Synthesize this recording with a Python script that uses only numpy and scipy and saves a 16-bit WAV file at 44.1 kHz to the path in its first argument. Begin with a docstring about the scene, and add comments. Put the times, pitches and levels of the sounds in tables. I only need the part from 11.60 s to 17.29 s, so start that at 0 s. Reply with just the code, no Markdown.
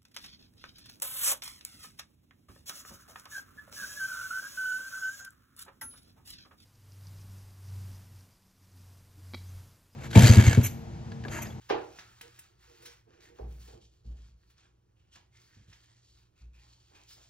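"""A brief hiss and a sharp knock, then hands go on smoothing sticky vinyl onto a hollow door.
The palm hisses as it slides over the film, and judders and squeaks where it grips. Creases crackle,
the door knocks in its frame and booms when leaned on, and the loose sheet brushes against it.
A refrigerator hums underneath. A phone hears it all from about three metres away in a small kitchen."""
import sys
import numpy as np
from scipy import signal
from scipy.fft import rfft, irfft
from scipy.io import wavfile

SR = 44100
rng = np.random.default_rng(int(sys.argv[2]) if len(sys.argv) > 2 else 0)


def output_pcm(signal):
    """Save a mono or channel-first signal as 16-bit PCM at the path in sys.argv[1].

    Samples are clipped to [-1, 1] before scaling.
    """
    pcm = np.clip(np.atleast_2d(signal).T, -1, 1) * 32767
    wavfile.write(sys.argv[1], SR, np.round(pcm).astype(np.int16))


N = 250929
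T = np.arange(N) / SR

# The tone of skin hissing on the film. Each row: frequency in Hz, relative level in dB.
HISS_TONE = [(150, -22.5), (500, -25), (900, -11), (1700, -21.5), (2400, -11.5), (3200, -3), (4600, -4),
             (5800, -6), (7500, -2), (10000, -21.5), (15000, -31)]
# The tone of the flat palm's rasp. Each row: frequency in Hz, relative level in dB.
RASP_TONE = [(300, -21), (900, 3), (1200, 1), (1450, 3), (1900, -3), (2700, -1), (3400, -7.5), (6000, -9),
             (12000, -51)]
# The bright sheen of the film's raised pattern. Each row: frequency in Hz, relative level in dB.
SHEEN_TONE = [(4000, -40), (6500, -10), (8500, 0), (11000, -2), (13000, -2), (14500, -4), (16000, -9)]
# Strokes of the palm. Each row: start in seconds, length in seconds, hiss level in dB, swell in dB,
# offsets in dB for the rasp, the sheen and the loose film's ring, then that ring's pitch in Hz.
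PALM_STROKES = [(-0.06, 0.47, -67.5, 3.5, 0, -5.5, -19, 1390), (0.287, 0.82, -74, -28.5, 1, -4, -3, 1340),
                (0.568, 0.3, -67.5, -5, -2.5, -4.5, -5.5, 1640),
                (0.96, 0.38, -68.5, 3.5, 2.5, -2.5, -7.5, 1930),
                (1.235, 0.032, -60, -7, -15, -5, 6.5, 5600), (1.445, 0.25, -80, 1.5, 7.5, -7, 1.5, 1600),
                (1.593, 0.079, -65, -5.5, -6.5, -6, -12, 1850), (1.724, 0.14, -75.5, -4, 7, 0, -18, 3160),
                (1.851, 0.11, -73, 4, 1, 4, -24, 3020), (1.975, 0.082, -65, 1, -4, 0, -14, 4400),
                (2.05, 0.094, -64, -6.5, -3.5, -7.5, -20, 4360), (2.192, 0.036, -65, 3, -33, -16, -8, 3550),
                (2.286, 0.09, -79, -1, -8, -7, -9, 3030), (2.424, 0.15, -75.5, -7, -7.5, -7.5, -7.5, 2900),
                (2.545, 0.13, -72, -2, -2.5, -10, -11, 3200), (2.75, .18, -83.5, 5, 0, -0.5, 1.5, 4380),
                (2.949, 0.11, -72.5, -6.5, 0, -32, -5.5, 3330), (3.344, 0.15, -86, -7, 4, -11, 5.5, 2860),
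                (3.502, 0.05, -65.5, 5.5, -6.5, -10.5, -4.5, 3000),
                (3.703, 0.084, -72, 6, -4, -12.5, -2.5, 2120), (3.771, 0.13, -72, -1.5, -1, -3, -1, 4550),
                (3.9, 0.14, -71.5, -2, -3, -13.5, -5, 1750), (4.05, 0.2, -70, -2, -5.5, -8, -10, 1850),
                (4.255, 0.13, -73.5, -0.5, -7, -17, -9.5, 1960),
                (4.394, 0.15, -72.5, 4, -15, -12.5, -6.5, 4470), (4.534, 0.08, -75, 2.5, 1, -5, -4, 3930),
                (4.741, 0.079, -76.5, 0.5, 1.5, -7, -1.5, 2530),
                (4.917, 0.082, -73.5, -5, -3, -6, 2.5, 2520), (4.975, 0.16, -70, 3, -10.5, -12, -4, 4435),
                (5.141, 0.2, -74, 3, -6, -10, -8, 3130), (5.321, 0.15, -70.5, -3, -4.5, -7, -0.5, 2500),
                (5.464, 0.072, -60, -3, -18, -1.5, -1, 5000),
                (5.543, 0.14, -65.5, -4.5, -5.5, -10.5, -23, 3700)]

def sliding_palm(rasp_db=-1.5, crinkle_db=-3, resting_db=(-94.5, -86.5, -100)):
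    """Skin hisses on the film, rasps when flat, adds a sheen when light and rings the loose part."""
    power = undb(resting_db)[:, None] ** 2 * np.ones(N)  # the hand never lies quite still
    flicker = undb(wander(54))

    def rubbing():
        """Smooth friction noise with tiny creases in it."""
        noise = rng.standard_normal(N)
        return unit(noise + undb(crinkle_db) * grains(per_s=700, spread_db=2.5)) * flicker

    hiss, rasp, push = rubbing(), rubbing(), rubbing()
    loose_film = np.zeros(N)
    for start, length, db, swell, rasp_rel, sheen_rel, ring_rel, hz in PALM_STROKES:
        attack_s = 0.033 + 0.13 * length  # long strokes start more gently
        stroke = undb(db) * gesture(start, length, swell, attack_s, release_s=0.045)
        power += np.outer(undb([0, rasp_rel, sheen_rel]) ** 2, stroke ** 2)
        loose_film += undb(ring_rel) * stroke * unit(resonate(push, hz))
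    hiss_gain, rasp_gain, sheen_gain = np.sqrt(power)
    hiss = colour(hiss, HISS_TONE) * hiss_gain
    rasp = colour(rasp, RASP_TONE) * rasp_gain * undb(rasp_db)
    flicked_ridges = unit(rng.standard_normal(N) + grains(per_s=2000, spread_db=2))
    sheen = colour(flicked_ridges, SHEEN_TONE) * flicker * sheen_gain
    return stuck_sheet(hiss + rasp) + loose_film + sheen


# Notes that the stuck-down sheet favours. Each row: pitch in Hz, middle level in dB.
SHEET_NOTES = [(1780, -5), (2500, -9), (3100, -9), (4500, -8), (5700, -10)]

def stuck_sheet(rub, swing_db=9, changes_per_s=11):
    """The moving hand frees and damps the sheet's notes, so the tone of the rubbing shifts."""
    return rub + sum(resonate(rub, hz) * undb(db + swing_db * np.tanh(wander(changes_per_s)))
                     for hz, db in SHEET_NOTES)


# The door panel's own notes. Each row: pitch in Hz, relative level in dB, seconds to fade by 60 dB.
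PANEL_NOTES = [(277, -13, .4), (318, -6, .36), (356, -4, .42), (389, -6, .38), (424, 3.5, .27),
               (467, 1.5, .35), (505, -8, .36), (531, -7, .36), (618, -12, .4), (670, -11, .3),
               (707, -10, .3), (761, -12, .3), (799, -4, .33), (832, -9, .44), (886, -7, .33),
               (931, -16, .4), (1010, -16, .38), (1130, -18, .42), (1209, -16, .35), (1286, -17, .35),
               (1841, -15, .2), (2573, -22, .22)]
# How well the palm's jerks pass into the panel. Each row: frequency in Hz, relative level in dB.
PALM_TONE = [(120, 5.5), (300, -2.5), (370, 0), (425, -10.5), (490, -4), (560, -7.5), (690, 2), (800, -9),
             (1500, -10), (4000, -46)]
# Moments of hard grip. Each row: start in seconds, length in seconds, level in dB, swell in dB.
PALM_DRAGS = [(0.626, 0.045, -63, -1), (0.871, 0.087, -75, 2), (1.06, 0.092, -68, 1),
              (1.162, 0.12, -65.5, 6.5), (1.438, 0.32, -66, -0.5), (1.808, 0.13, -72, 10),
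              (2.048, 0.13, -60.5, 6.5), (2.444, 0.051, -71, 5), (3.016, 0.035, -72, 0),
              (5.292, 0.07, -71, -7), (5.527, 0.071, -71.5, -12)]

def juddering_palm(ring_scale=0.17, jerk_db=-9):
    """The palm sticks and slips. Its jerks ring the panel, and the hand cuts that ringing short."""
    grip = sum(undb(db) * gesture(start, length, swell, attack_s=0.033, release_s=0.012)
               for start, length, db, swell in PALM_DRAGS)
    big_jerks = undb(jerk_db) * grains(per_s=60, spread_db=2.5)
    slips = unit(big_jerks + grains(per_s=1400, spread_db=1))
    panel = colour(ring(PANEL_NOTES, T[:SR // 2], ring_scale), PALM_TONE)
    return signal.fftconvolve(slips * grip, panel / np.linalg.norm(panel))[:N]


# Skin squeaks. Each row: start in seconds, length in seconds, level in dB, swell in dB, pitch in Hz.
SKIN_SQUEAKS = [(0.619, 0.061, -59.5, -4, 474), (1.069, 0.085, -67.5, -14, 474),
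                (1.215, 0.088, -62.5, 0, 475), (1.54, 0.047, -66.5, -8, 487), (1.68, 0.057, -64, -2, 472)]

def squeaking_skin(pitch_wobble=0.018, flutter_db=2.5, octave_db=-16):
    """Sticking skin falls into step with the panel for a moment: a short hollow note that wavers."""
    out = np.zeros(N)
    for start, length, db, swell, hz in SKIN_SQUEAKS:
        phase = 2 * np.pi * np.cumsum(hz * (1 + pitch_wobble * wander(100))) / SR
        note = unit(np.sin(phase) + undb(octave_db) * np.sin(2 * phase))
        grip = gesture(start, length, swell, attack_s=0.022, release_s=0.018)
        out += note * undb(db + flutter_db * wander(70)) * grip
    return out


# The tone of a snapping crease. Each row: frequency in Hz, relative level in dB.
SNAP_TONE = [(200, -28), (900, -9), (1450, 0), (2400, -1), (4000, 0), (5800, -2), (9000, -13), (15000, -25)]
# A crease popping inside out. Each row: pitch in Hz, relative level in dB, seconds to fade by 60 dB.
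POP_NOTES = [(1792, 3, 0.0029), (2500, -7, 0.0025)]
# Creases giving way. Each row: start in seconds, base level in dB, tick offset in dB,
# length in seconds, pop offset in dB.
CREASES = [(0.089, -33, -4, 0.027, -14), (0.3879, -32, -12.5, 0.017, 0), (0.611, -33, 3.5, 0.011, -2.5),
           (0.789, -40.5, 12.5, 0.013, -3), (1.218, -42, 5.5, 0.036, -19), (1.253, -31.5, 1.5, 0.026, -16),
           (1.606, -47, -9, 0.0067, -8), (2.072, -44.5, -6, 0.017, -15), (2.898, -51, 2, 0.022, -12),
           (2.979, -49, -30, 0.013, -12), (3.557, -41.5, -22, 0.011, -7), (4.128, -41, -33, 0.015, -5),
           (4.24, -52, -13, 0.0064, -20), (5.345, -42.5, -20, 0.038, -27), (5.502, -40.5, -12, 0.03, -15)]

def crackling_film(snap_db=-6, tick_db=-9, fizz_db=-11.5, fizz_s=0.03):
    """Creases snap and pop over, and the glue lets go with a bright tick that fizzes on."""
    snap, tick, pop = np.zeros((3, N))
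    for start, db, tick_rel, length, pop_rel in CREASES:
        rise = length / 10
        add(snap, start, undb(db + snap_db) * burst(length / 2, rise))
        glue = burst(length / 2, rise) + undb(fizz_db) * burst(fizz_s, rise)
        add(tick, start, undb(db + tick_rel + tick_db) * glue)
        add(pop, start, undb(db + pop_rel) * ring(POP_NOTES, T[:SR // 10], step_gain=0.57))
    return colour(snap, SNAP_TONE) + colour(tick, SHEEN_TONE) + pop


# The panel's dull give when hit. Each row: pitch in Hz, relative level in dB, seconds to fade by 60 dB.
THUD_NOTES = [(423.7, 2, 0.041), (475, -6, 0.082), (631, -8.5, 0.14), (772, -7, 0.092)]
# The tone of the door hitting its frame. Each row: frequency in Hz, relative level in dB.
CLACK_TONE = [(50, -24), (120, -18), (220, -25.5), (300, -10.5), (420, -1.5), (500, 3), (570, -3.5),
              (660, 2), (830, 2.5), (1000, -0.5), (1250, -6), (2000, -11.5), (2800, -12), (4000, -17.5),
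              (6000, -22.5), (9000, -32.5), (15000, -33.5)]
# Knocks. Each row: start in seconds, levels in dB of ring, thud and clack, clack's treble limit in Hz.
DOOR_KNOCKS = [(0.095, -68, -46, -29, 6050), (0.1, -53, -38, -16, 5500), (0.1057, -29, -18, -31.5, 2000),
               (0.134, -44.5, -27.5, -31, 1200), (1.787, -64, -46, -34.5, 755),
               (1.7947, -47, -35.5, -40.5, 550), (2.082, -60, -50, -42, 600), (2.135, -65, -45, -56, 590),
               (2.167, -68, -63, -59, 540), (2.445, -81, -60.5, -55, 496), (2.515, -71, -59, -53.5, 550),
               (3.557, -93, -83, -56, 5030)]

def knocking_door(contact_s=0.0031):
    """The door hits its frame and rebounds. Returns the wooden clack, and the panel's thud and ring."""
    clack, panel = np.zeros((2, N))
    t = T[:SR]
    ringing = ring(PANEL_NOTES, t, step_gain=0.9)
    thud = ring(THUD_NOTES, t, step_gain=0.83)
    blow = signal.unit_impulse(len(t)) * np.sqrt(SR / 1000)  # energy of 1 ms at full level
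    for start, ring_db, thud_db, clack_db, cut_hz in DOOR_KNOCKS:
        soften = signal.butter(2, cut_hz, fs=SR, output="sos")
        add(clack, start, undb(clack_db) * signal.sosfilt(soften, blow))
        wood = undb(ring_db) * ringing + undb(thud_db) * thud
        add(panel, start, wood * (1 - np.exp(-t / contact_s)))
    return colour(clack, CLACK_TONE), panel


# The door's deep boom, the room's notes on either side of it, and the boom's higher notes, ringing in
# the door and the room. Each row: pitch in Hz, relative level in dB, seconds to fade by 60 dB.
BOOM_NOTES = [(59.36, -2.5, 0.8)]
ROOM_NOTES = [(51.46, 0.4, 1), (64.8, -6.5, 0.96)]
UPPER_BOOM_NOTES = [(90.5, -14, 0.25), (118.7, -8.5, 0.35), (174, -20.5, 0.24), (213.6, -16, 0.37),
                    (304, -25, 0.33)]
# The tone of the loose panel's rumble. Each row: frequency in Hz, relative level in dB.
RUMBLE_TONE = [(25, -16.5), (60, 1), (105, 11), (220, -1), (330, -11), (600, -13.5), (1200, -34),
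               (4000, -66)]
# Soft shoves. Each row: start in seconds, level in dB, rise in seconds, multiplier for the fade times,
# offset in dB for the room's notes, offset in dB for the boom's higher notes and the rumble.
DOOR_SHOVES = [(0.104, -55, 0.012, 1.7, -15, 15.5), (1.802, -28.5, 0.029, 0.99, -35, -3.5),
               (2.129, -57, 0.0052, 0.68, -2.5, 14), (2.448, -31.5, 0.016, 0.95, -11.5, -4.5),
               (3.552, -60, 0.0066, 0.19, -5.5, 10.5), (3.965, -58.5, 0.0014, 0.48, -14, 16),
               (4.077, -45.5, 0.0036, 0.21, -8.5, 1.5), (4.808, -40, 0.014, 0.88, -14.5, -8)]

def booming_door(rumble_db=-1, rumble_s=0.13, upper_db=-3):
    """Weight comes onto the door: its boom throbs against the room's notes and the panel rumbles."""
    boom, rumble = np.zeros((2, N))
    t = T[:2 * SR]
    for start, db, rise, ring_scale, room_rel, upper_rel in DOOR_SHOVES:
        room = undb(room_rel) * ring(ROOM_NOTES, t, ring_scale, step_gain=1)
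        upper = undb(upper_rel + upper_db) * ring(UPPER_BOOM_NOTES, t, ring_scale)
        notes = ring(BOOM_NOTES, t, ring_scale) - room + upper
        add(boom, start, undb(db) * notes * (1 - np.exp(-t / rise)))
        add(rumble, start, undb(db + upper_rel + rumble_db) * burst(rumble_s * ring_scale, rise))
    return boom + colour(rumble, RUMBLE_TONE)


# The tone of a scuff. Each row: multiple of its centre pitch, relative level in dB.
SCUFF_TONE = [(.1, -10), (.4, -11.5), (.7, -12.5), (.9, -3.5), (1.1, -4), (1.4, -10.5), (2.2, -15),
              (5, -25), (14, -69)]
# Scuffs. Each row: loudest moment in seconds, level in dB, half length in seconds, centre pitch in Hz.
SHEET_SCUFFS = [(1.657, -65, 0.042, 1920), (2.167, -77, 0.022, 614), (2.513, -80, 0.048, 657),
                (2.833, -75.5, 0.0094, 1480), (3.061, -69.5, 0.017, 1372), (3.568, -63.5, 0.011, 1000),
                (3.921, -73.5, 0.072, 1800), (4.303, -70, 0.019, 882), (5.008, -71.5, 0.03, 2150),
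                (5.067, -73, 0.074, 960), (5.371, -61.5, 0.035, 920), (5.596, -66.5, 0.0235, 710)]

def scuffing_sheet():
    """The loose sheet brushes the door in short swells, pitched by the air pocket under it."""
    out = np.zeros(N)
    for peak_s, db, half_s, hz in SHEET_SCUFFS:
        tone = [(hz * ratio, gain) for ratio, gain in SCUFF_TONE]
        brush = colour(grains(per_s=2500, spread_db=4)[:SR], tone)
        swell = np.exp(-.5 * ((T[:SR] - .5) / half_s) ** 2)
        add(out, peak_s - .5, undb(db) * unit(brush) * swell)
    return out


# The refrigerator's steady notes. Each row: pitch in Hz, average level in dB.
FRIDGE_NOTES = [(59.2, -74.5), (118.4, -75.5), (120, -80.5), (177.6, -87), (360, -91), (479, -93)]

def fridge(waver_db=2):
    """Motor and mains hum each waver a little and throb slowly against each other."""
    hum = np.zeros(N)
    for hz, db in FRIDGE_NOTES:
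        level = undb(db + waver_db * wander(2.7)) * np.sqrt(2)
        hum += level * np.sin(2 * np.pi * (hz * T + rng.random()))
    return hum


# The tone of the kitchen's air. Each row: frequency in Hz, relative level in dB.
AIR_TONE = [(20, -17), (40, -11), (60, 0.5), (85, -4), (115, -2.5), (160, -13.5), (220, -21.5), (400, -18),
            (650, -27.5), (1100, -27.5), (2000, -45.5), (5000, -41), (9000, -40), (16000, -48)]

def kitchen_air(level_db=-70.5):
    """Air makes a faint, low rush."""
    return undb(level_db) * colour(rng.standard_normal(N), AIR_TONE)


# How long the echo lasts. Each row: frequency in Hz, seconds to fade by 60 dB.
ECHO_TIMES = [(100, 0.74), (500, 0.42), (2000, 0.36), (6000, 0.26), (14000, 0.061)]
# How unlike the echo is at the two microphones. Each row: frequency in Hz, share from 0 to 1.
ECHO_WIDTH = [(60, 0.0044), (200, 0.33), (450, 0.1934), (800, 0.91), (1200, 0.19), (1600, 0.1),
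              (3000, 0.49), (5000, 0.38), (8000, 0.0026), (15000, 0.0047)]

def in_kitchen(x, echo_db, build_s=0.00069):
    """Hard walls add a dense left and right echo to the direct sound; its treble dies first."""
    t = T[:SR * 3 // 4]
    common, opposed = rfft(rng.standard_normal((2, len(t))))
    hz = frequencies(t)
    width = np.clip(read_curve(ECHO_WIDTH, hz), 0, 1)
    pair = np.sqrt(1 - width) * common + np.sqrt(width) * opposed * np.array([[1], [-1]])
    octaves = 125 * 2. ** np.arange(8)
    tail = np.zeros((2, len(t)))
    for centre in octaves:
        band = read_curve(np.c_[octaves, octaves == centre], hz)
        tail += irfft(pair * band, len(t)) * fade(t, read_curve(ECHO_TIMES, centre))
    tail *= 1 - np.exp(-t / build_s)
    tail /= np.sqrt(np.sum(tail ** 2) / 2)
    echo = signal.fftconvolve(x[None], tail, axes=1)[:, :N]
    gain = undb(echo_db)
    return (x + gain * echo) / np.sqrt(1 + gain ** 2)


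# Standing waves in the room favour the right side. Each row: frequency in Hz, left minus right in dB.
SIDE_BALANCE = [(60, 0), (120, -1.5), (220, -5), (380, -6), (700, -2.5), (1300, -0.5), (4400, -0.8),
                (8000, 0)]
# Nearby walls bend the arriving sound. Each row: frequency in Hz, extra lead on the left in radians.
WALL_BEND = [(250, 0), (450, 1.57), (700, 2.3), (1000, 1.9), (1400, 0.83), (2000, 0.16), (3000, 0.93),
             (4000, 0.027), (5000, 0.56), (5600, -0.046), (7500, 0.59)]

def two_microphones(mix, left_lead_samples=1.83):
    """Sound reaches the left microphone slightly sooner and the right one slightly louder."""
    left, right = rfft(mix)
    hz = frequencies(mix)
    lean = undb(read_curve(SIDE_BALANCE, hz) / 2)
    lead = 2 * np.pi * hz * left_lead_samples / SR + read_curve(WALL_BEND, hz)
    return irfft(np.array([left * lean, right / lean * np.exp(-1j * lead)]), N)


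def gesture(start, length, swell_db, attack_s, release_s):
    """One hand move: it gets going, changes by swell_db over its length, and runs out."""
    t = T - start
    attack = np.sin(np.pi / 2 * np.clip(t / attack_s, 0, 1)) ** 2
    hold = undb(swell_db * (np.clip(t / length, 0, 1) - .5))
    return attack * hold * np.exp(-np.maximum(t - length, 0) / release_s)


def resonate(x, hz, sharpness=10):
    """The film rings along with the part of x near one pitch."""
    return signal.lfilter(*signal.iirpeak(hz, sharpness, fs=SR), x)


def ring(notes, t, ring_scale=1, step_gain=-1):
    """Fading notes, each weighted step_gain times the one before; ring_scale multiplies fade times."""
    return sum(step_gain ** k * undb(db) * np.sin(2 * np.pi * hz * t) * fade(t, t60 * ring_scale)
               for k, (hz, db, t60) in enumerate(notes))


def burst(decay_s, rise_s):
    """A dying spray of tiny contacts, with the energy of one millisecond at full level."""
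    t = T[:SR // 2]
    x = rng.standard_normal(len(t)) * np.exp(-t / decay_s) * (1 - np.exp(-t / rise_s)) ** 2
    return x / np.linalg.norm(x) * np.sqrt(SR / 1000)


def grains(per_s, spread_db):
    """Random slips, mostly small and a few large."""
    slips = (rng.random(N) < per_s / SR) * rng.standard_normal(N)
    return unit(slips * undb(spread_db * np.minimum(rng.exponential(size=N), 4)))


def wander(per_s):
    """Glide between random values, typically of size 1."""
    knots = rng.standard_normal(2048)
    return np.interp(T * per_s, np.arange(len(knots)), knots)


def colour(x, tone, size=4096):
    """Filter x to the shape of a tone table; white noise keeps its power."""
    gains = undb(read_curve(tone, np.fft.rfftfreq(size, 1 / SR)))
    cepstrum = irfft(np.log(gains))
    cepstrum[1:size // 2] *= 2  # folded so the filter never rings ahead of a sound
    cepstrum[size // 2 + 1:] = 0
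    response = irfft(np.exp(rfft(cepstrum)))
    return signal.fftconvolve(x, response / np.linalg.norm(response))[:len(x)]


def read_curve(points, hz):
    """Read between (Hz, value) rows, with octaves evenly spaced."""
    known_hz, value = np.transpose(points)
    return np.interp(np.log(np.maximum(hz, 1)), np.log(known_hz), value)


def frequencies(x):
    """The frequencies in the spectrum of x."""
    return np.fft.rfftfreq(x.shape[-1], 1 / SR)


def add(track, start_s, sound):
    """Mix a sound into the track."""
    start = max(int(start_s * SR), 0)
    track[start:start + len(sound)] += sound[:N - start]


def fade(t, t60):
    """Die away by 60 dB in t60 seconds."""
    return np.exp(-np.log(1000) * t / t60)


def undb(db):
    """Turn decibels into a multiplier."""
    return 10 ** (np.asarray(db) / 20)


def unit(x):
    """Scale to an average power of 1."""
    return x / np.sqrt(np.mean(x ** 2))


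def scene():
    """Hands, film, door and refrigerator together in the kitchen."""
    clack, panel = knocking_door()
    hum, air = fridge(), kitchen_air()
    mix = in_kitchen(sliding_palm(), echo_db=-13.5)
    mix += in_kitchen(crackling_film(), echo_db=-4.5)
    mix += in_kitchen(scuffing_sheet() + air, echo_db=-8)
    mix += in_kitchen(juddering_palm() + squeaking_skin(), echo_db=-15.5)
    mix += in_kitchen(clack, echo_db=12)  # arrives mostly by way of the walls
    mix += in_kitchen(panel, echo_db=-16.5)
    mix += booming_door() + hum
    return two_microphones(mix)


def record(dry):
    """The phone cuts the treble above 15800 Hz."""
    return signal.sosfilt(signal.ellip(8, .2, 70, 15800, fs=SR, output="sos"), dry)


dry = scene()
out = record(dry)
output_pcm(out)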